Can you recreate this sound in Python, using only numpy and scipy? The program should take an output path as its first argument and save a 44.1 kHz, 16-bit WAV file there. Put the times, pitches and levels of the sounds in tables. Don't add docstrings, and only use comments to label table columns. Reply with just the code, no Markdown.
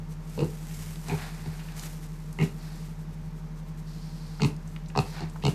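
import sys
import numpy as np
from scipy import signal
from scipy.fft import rfft
from scipy.io import wavfile
from scipy.ndimage import uniform_filter1d

SR = 44100
rng = np.random.default_rng(int(sys.argv[2]) if len(sys.argv) > 2 else 0)


def bounce(signal):
    frames = np.transpose(np.atleast_2d(signal))
    limited = np.clip(frames, -1, 1)
    pcm = np.round(limited * 32767).astype(np.int16)
    wavfile.write(sys.argv[1], SR, pcm)


N = 244314
TIME = np.arange(N) / SR


def grunt(slap_hz, count, first_db, fade_db, breathiness, chest_db, throat_db, throat_hz, mouth_db,
          tilt_db, snout_db, snout_hz, lower_peak_db, nostril_db):
    # mode frequency before tuning in Hz, bandwidth in Hz, relative gain in dB.
    chest_modes = [(84, 16, 2), (157.5, 25, 15), (229, 210, -10.5)]
    mouth_modes = [(790, 150, -1), (960, 150, 0), (1290, 200, -11)]
    nostril_modes = [(3900, 350, 5), (4720, 730, 21), (6500, 2700, 12), (9150, 2400, 11), (10000, 1700, 4)]
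    # frequency in Hz, relative spectral density in dB.
    puff_spectrum = [(300, 20), (1200, 9.5), (3000, 4.5), (7500, 2.5), (10000, 1), (14000, -5)]
    jitter_db, chest_lag_s, air_lag_s = 3.0, 0.0051, 0.0043
    puff_rise_s, puff_fall_s = 0.015, 0.031
    t = np.arange(SR // 4) / SR
    length = count / slap_hz
    hard, dull, pushes = np.zeros((3, len(t)))
    for k in range(count):
        onset = k / slap_hz
        db = (fade_db * (k - 1) if k else first_db) + jitter_db * rng.standard_normal()
        pulse = slap(t)
        add(hard, onset, amp(db) * pulse)
        add(dull, onset, amp(0.4 * db) * pulse)
        add(pushes, onset + chest_lag_s, np.array([(k + 1.) ** 0.84]))
    air_envelope = np.exp(-((t - length / 2 - air_lag_s) / (length / 2)) ** 2)
    air = np.sqrt(breathiness) * unit(rng.standard_normal(len(t)) * air_envelope)
    hard, dull, pushes = (np.sqrt(1 - breathiness) * unit(x) + air for x in (hard, dull, pushes))
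    throat = band(dull, throat_hz, 90) + 0.72 * band(dull, 0.695 * throat_hz, 100)
    snout = band(hard, snout_hz, 360) + amp(lower_peak_db) * band(hard, 0.818 * snout_hz, 360)
    snout += 0.085 * band(hard, 3000, 6000)
    puff_envelope = np.exp(np.minimum((t - length) / puff_rise_s, (length - t) / puff_fall_s))
    puff = colour(rng.standard_normal(len(t)), puff_spectrum) * puff_envelope
    parts = [(chest_db, cavity(pushes, chest_modes, tuning=0.98, tilt_db=tilt_db)),
             (throat_db, throat),
             (mouth_db, cavity(dull, mouth_modes, tuning=0.95, tilt_db=tilt_db)),
             (snout_db, snout),
             (nostril_db, cavity(hard, nostril_modes, tuning=0.9, tilt_db=1)),
             (nostril_db - 17, band(hard, 8400, 4800)),
             (snout_db - 4, puff)]
    return sum(amp(db) * x / np.linalg.norm(x) for db, x in parts) * np.sqrt(SR / 10)


def slap(t):
    splash = band(rng.standard_normal(len(t)), 8000, 13000) * np.exp(-((t - .001) / .0018) ** 2)
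    return (t == 0) + .15 * splash


def grunts():
    # start in seconds, slap rate in Hz, slap count, first slap against the second in dB,
    # change per later slap in dB, breath share from 0 to 1, chest level in dB, throat level in dB,
    # throat peak in Hz, mouth level in dB, chest and mouth tilt in dB per octave, snout level in dB,
    # snout peak in Hz, relative gain of its lower peak in dB, nostril level in dB.
    calls = [ (.3770, 72.3, 5, -4, -4, 0.42, -28.5, -31.5, 440, -45.5, 4, -50, 2700, -5.5, -53.5),
             (1.084, 79, 5, -5, -3.5, 0.54, -32, -39.5, 392, -42.5, -11, -46.5, 2330, -15, -56),
             (1.459, 79.4, 2, 15, -10, 0.03, -38, -54.5, 357, -56, -11, -66, 2450, 0, -67),
             (2.3876, 77.5, 4, 1, 3.5, 0.37, -23.5, -37.5, 383, -46, 9, -41, 2590, 1, -61),
             (4.405, 72, 4, -12.5, -2, .15, -22.5, -36, 411, -41, 6, -41, 2650, -5.5, -41.5),
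             (4.9601, 69.5, 3, -16, -3, .05, -26, -34, 409, -32.5, -2.5, -41.5, 2640, -9, -41.5),
             (5.206, 79, 3, 15, -17, 0.35, -37, -48, 340, -49.5, 0, -65, 2730, -14, -56),
             (5.4372, 70, 4, -16, -4, 0.1, -24, -33.5, 417, -38.5, -1.5, -40.5, 2800, -7, -42), ]
    voice = np.zeros(N)
    for start, *shape in calls:
        add(voice, start, grunt(*shape))
    return voice


def clicks(relative_width=0.7):
    # start in seconds, peak level in dB, centre frequency in Hz, decay time in seconds.
    bursts = [(0.711, -39.5, 2130, 0.0021), (0.958, -35, 3670, 0.0009), (1.084, -32, 6800, 0.0043),
              (1.594, -39, 2400, 0.021), (1.6856, -37.5, 2270, 0.0043), (1.795, -30, 6060, 0.0025),
              (1.835, -34.5, 2200, 0.0022), (2.3285, -36, 9100, 0.002), (4.397, -30, 1260, 0.0041),
              (4.5646, -43.5, 6500, 0.0026), (4.6754, -43.5, 6600, 0.0031), (4.7625, -32, 2370, 0.0028),
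              (4.86, -45.5, 4000, 0.0043), (4.8844, -42.5, 6840, 0.011), (4.9, -41.5, 2200, 0.003),
              (4.952, -23, 900, .003), (5.298, -40, 6500, 0.004), (5.359, -34, 950, 0.0045),
              (5.424, -37.5, 2840, 0.0081)]
    out, t = np.zeros(N), np.arange(SR // 20) / SR
    for start, db, hz, decay in bursts:
        burst = band(rng.standard_normal(len(t)) * np.exp(-t / decay), hz, hz * relative_width)
        add(out, start, amp(db) * burst / abs(burst).max())
    return out


def snuffles(rise_s=0.024, fall_s=0.057, flutter_db=1.0):
    # frequency in Hz, bandwidth in Hz, relative gain in dB.
    open_modes = [(750, 340, 1), (1606, 420, 1.5), (1815, 260, 3.5), (2404, 620, -4.5), (3940, 730, -8),
                  (4370, 170, -13)]
    narrow_modes = [(4000, 330, -12), (4590, 1100, 31), (5800, 260, -12), (6500, 400, -6),
                    (8400, 1500, -31)]
    # start in seconds, length in seconds, snuffle level in dB, hiss level in dB.
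    sniffs = [(1.08, 0.049, -40, -63), (1.188, 0.081, -41, -51.5), (1.3, 0.59, -55.5, -62),
              (2.589, 0.27, -57.5, -59.5), (3.866, 0.64, -69, -58.5), (5.044, 0.15, -54.5, -54),
              (5.157, 0.095, -45, -58)]
    snuffle = unit(cavity(rng.standard_normal(N), open_modes))
    hiss = unit(cavity(rng.standard_normal(N), narrow_modes))
    air = sum(gesture(start, length, rise_s, fall_s) * (amp(snuffle_db) * snuffle + amp(hiss_db) * hiss)
              for start, length, snuffle_db, hiss_db in sniffs)
    return air * amp(flutter_db * drift(samples=300))


def stroking_hand(flicks_per_s=7000, spread_db=3, resting_db=-67.5, catch_db=1):
    # start in seconds, length in seconds, level in dB.
    strokes = [(0.263, 0.44, -52.5), (0.706, 0.27, -46.5), (1.03, 0.26, -47.5), (1.307, 0.43, -53.5),
               (1.8, .17, -49), (1.994, 0.59, -60), (2.583, .34, -55), (3.852, 0.65, -60.5),
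               (4.666, .1, -58), (5.016, 0.18, -52.5), (5.28, 0.33, -60)]
    # midpoint in seconds, level in dB.
    scratches = [(.118, -54), (1.785, -45), (1.849, -41), (2.04, -51), (3.017, -59), (3.136, -61),
                 (3.253, -60.5), (3.386, -61), (3.47, -74), (3.585, -58), (3.688, -61), (3.795, -57)]
    # frequency in Hz, relative spectral density in dB.
    bristle_spectrum = [(400, 5), (1200, 3), (2200, 4.5), (3300, 0.5), (5000, 2.5), (7800, 3.5), (10000, 0),
                        (14000, 0)]
    press_s, lift_s, scratch_half_s = 0.058, 0.061, 0.026
    flicks = rng.standard_normal(N) * (rng.random(N) < flicks_per_s / SR)
    flicks *= amp(spread_db * np.minimum(rng.exponential(1, N), 5))
    grain = colour(unit(flicks) + rng.standard_normal(N), bristle_spectrum)
    slides = sum(amp(db) * gesture(start, length, press_s, lift_s) for start, length, db in strokes)
    surges = sum(amp(db) * np.exp(-((TIME - middle) / scratch_half_s) ** 2) for middle, db in scratches)
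    envelope = np.sqrt(amp(resting_db) ** 2 + slides ** 2 + surges ** 2)
    return envelope * grain * amp(catch_db * drift(samples=400))


def machine(shaft_hz=38.65, motor_hz=166.0, motor_db=-46, rush_db=-47.5):
    orders = [1, 4, 6, 8, 16, 24]
    order_levels = [-42, -40.5, -59, -64.5, -68.5, -74]
    # frequency in Hz, rms level in dB.
    whines = [(91.8, -58), (446.5, -66), (791, -69.5), (899, -95)]
    # frequency in Hz, relative spectral density in dB.
    rush_spectrum = [(20, -16), (50, 0), (68, -7), (92, 7), (118, -6), (150, 7), (185, 6.5), (230, -5.5),
                     (275, -7.5), (430, -8.5), (650, -17.5), (900, -12), (1500, -18), (2300, -22.5),
                     (3000, -27), (6000, -28.5), (9000, -40.5), (14000, -40)]
    turns = shaft_hz * TIME + 0.0026 * drift(samples=20000)
    hum = sum(amp(db) * np.sin(2 * np.pi * (k * turns + rng.random()))
              for k, db in zip(orders, order_levels))
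    hum += amp(motor_db) * np.sin(2 * np.pi * (motor_hz * TIME + rng.random()))
    for hz, db in whines:
        hum += amp(db) * np.sin(2 * np.pi * hz * TIME + drift(samples=6000))
    return np.sqrt(2) * hum + amp(rush_db) * colour(rng.standard_normal(N), rush_spectrum)


def pen(x, near_gain=0.31, near_s=0.0032, tail_db=-11, gap_s=.01, echoes_per_s=2500):
    # frequency in Hz, time to decay by 60 dB in seconds.
    reverberation_times = [(100, 0.25), (500, 0.34), (2500, 0.26), (6000, 0.15), (12000, 0.13)]
    echoes = rng.choice([-1., 1.], SR // 2) * (rng.random(SR // 2) < echoes_per_s / SR)
    hz, t, spectra = signal.stft(echoes, SR, nperseg=256)
    decay = amp(-60 * t / value_at(reverberation_times, hz)[:, None])
    tail = signal.istft(spectra * decay, SR, nperseg=256)[1]
    response = np.zeros(SR)
    response[0] = 1
    add(response, gap_s, amp(tail_db) * tail / np.linalg.norm(tail))
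    add(response, near_s, near_gain * np.diff(signal.windows.hann(9)) / 2)
    return signal.fftconvolve(x, response)[:N]


def cavity(x, modes, tuning=1, tilt_db=0):
    lowest_hz, highest_hz = modes[0][0], modes[-1][0]
    ring = sum((-1) ** k * amp(db + tilt_db * np.log2(hz / lowest_hz)) * resonate(x, hz * tuning, width)
               for k, (hz, width, db) in enumerate(modes))
    edges = [lowest_hz * .65, min(highest_hz * 1.35, SR / 2 - 1)]
    return signal.sosfilt(signal.butter(2, edges, "band", fs=SR, output="sos"), ring)


def resonate(x, hz, width):
    hz = min(hz, SR / 2 - 1000)
    return signal.lfilter(*signal.iirpeak(hz, hz / width, SR), x)


def band(x, hz, width):
    edges = np.clip([hz - width / 2, hz + width / 2], 20, SR / 2 - 1)
    return signal.sosfilt(signal.butter(2, edges, "band", fs=SR, output="sos"), x)


def colour(x, spectrum):
    gain = amp(value_at(spectrum, np.fft.rfftfreq(len(x), 1 / SR)))
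    return unit(np.fft.irfft(rfft(x) * gain, len(x)))


def value_at(curve, hz):
    frequencies, values = np.transpose(curve)
    return np.interp(np.log(hz + 1), np.log(frequencies + 1), values)


def gesture(start, length, rise, fall):
    return (1 + np.tanh((TIME - start) / rise)) * (1 + np.tanh((start + length - TIME) / fall)) / 4


def drift(samples):
    return unit(uniform_filter1d(uniform_filter1d(rng.standard_normal(N), samples), samples))


def add(mix, start, sound):
    part = mix[max(round(start * SR), 0):][:len(sound)]
    part += sound[:len(part)]


def amp(db):
    return 10 ** (np.asarray(db) / 20)


def unit(x):
    return x / np.sqrt(np.mean(x ** 2) + 1e-20)


def scene():
    return (pen(clicks() + grunts()) + snuffles() + stroking_hand() + machine())[None]


def record(dry, cutoff_hz=14050):
    low_pass = signal.firwin(511, cutoff_hz, window=("kaiser", 9), fs=SR)
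    return signal.oaconvolve(dry, low_pass[None], "same")


dry = scene()
out = record(dry)
bounce(out)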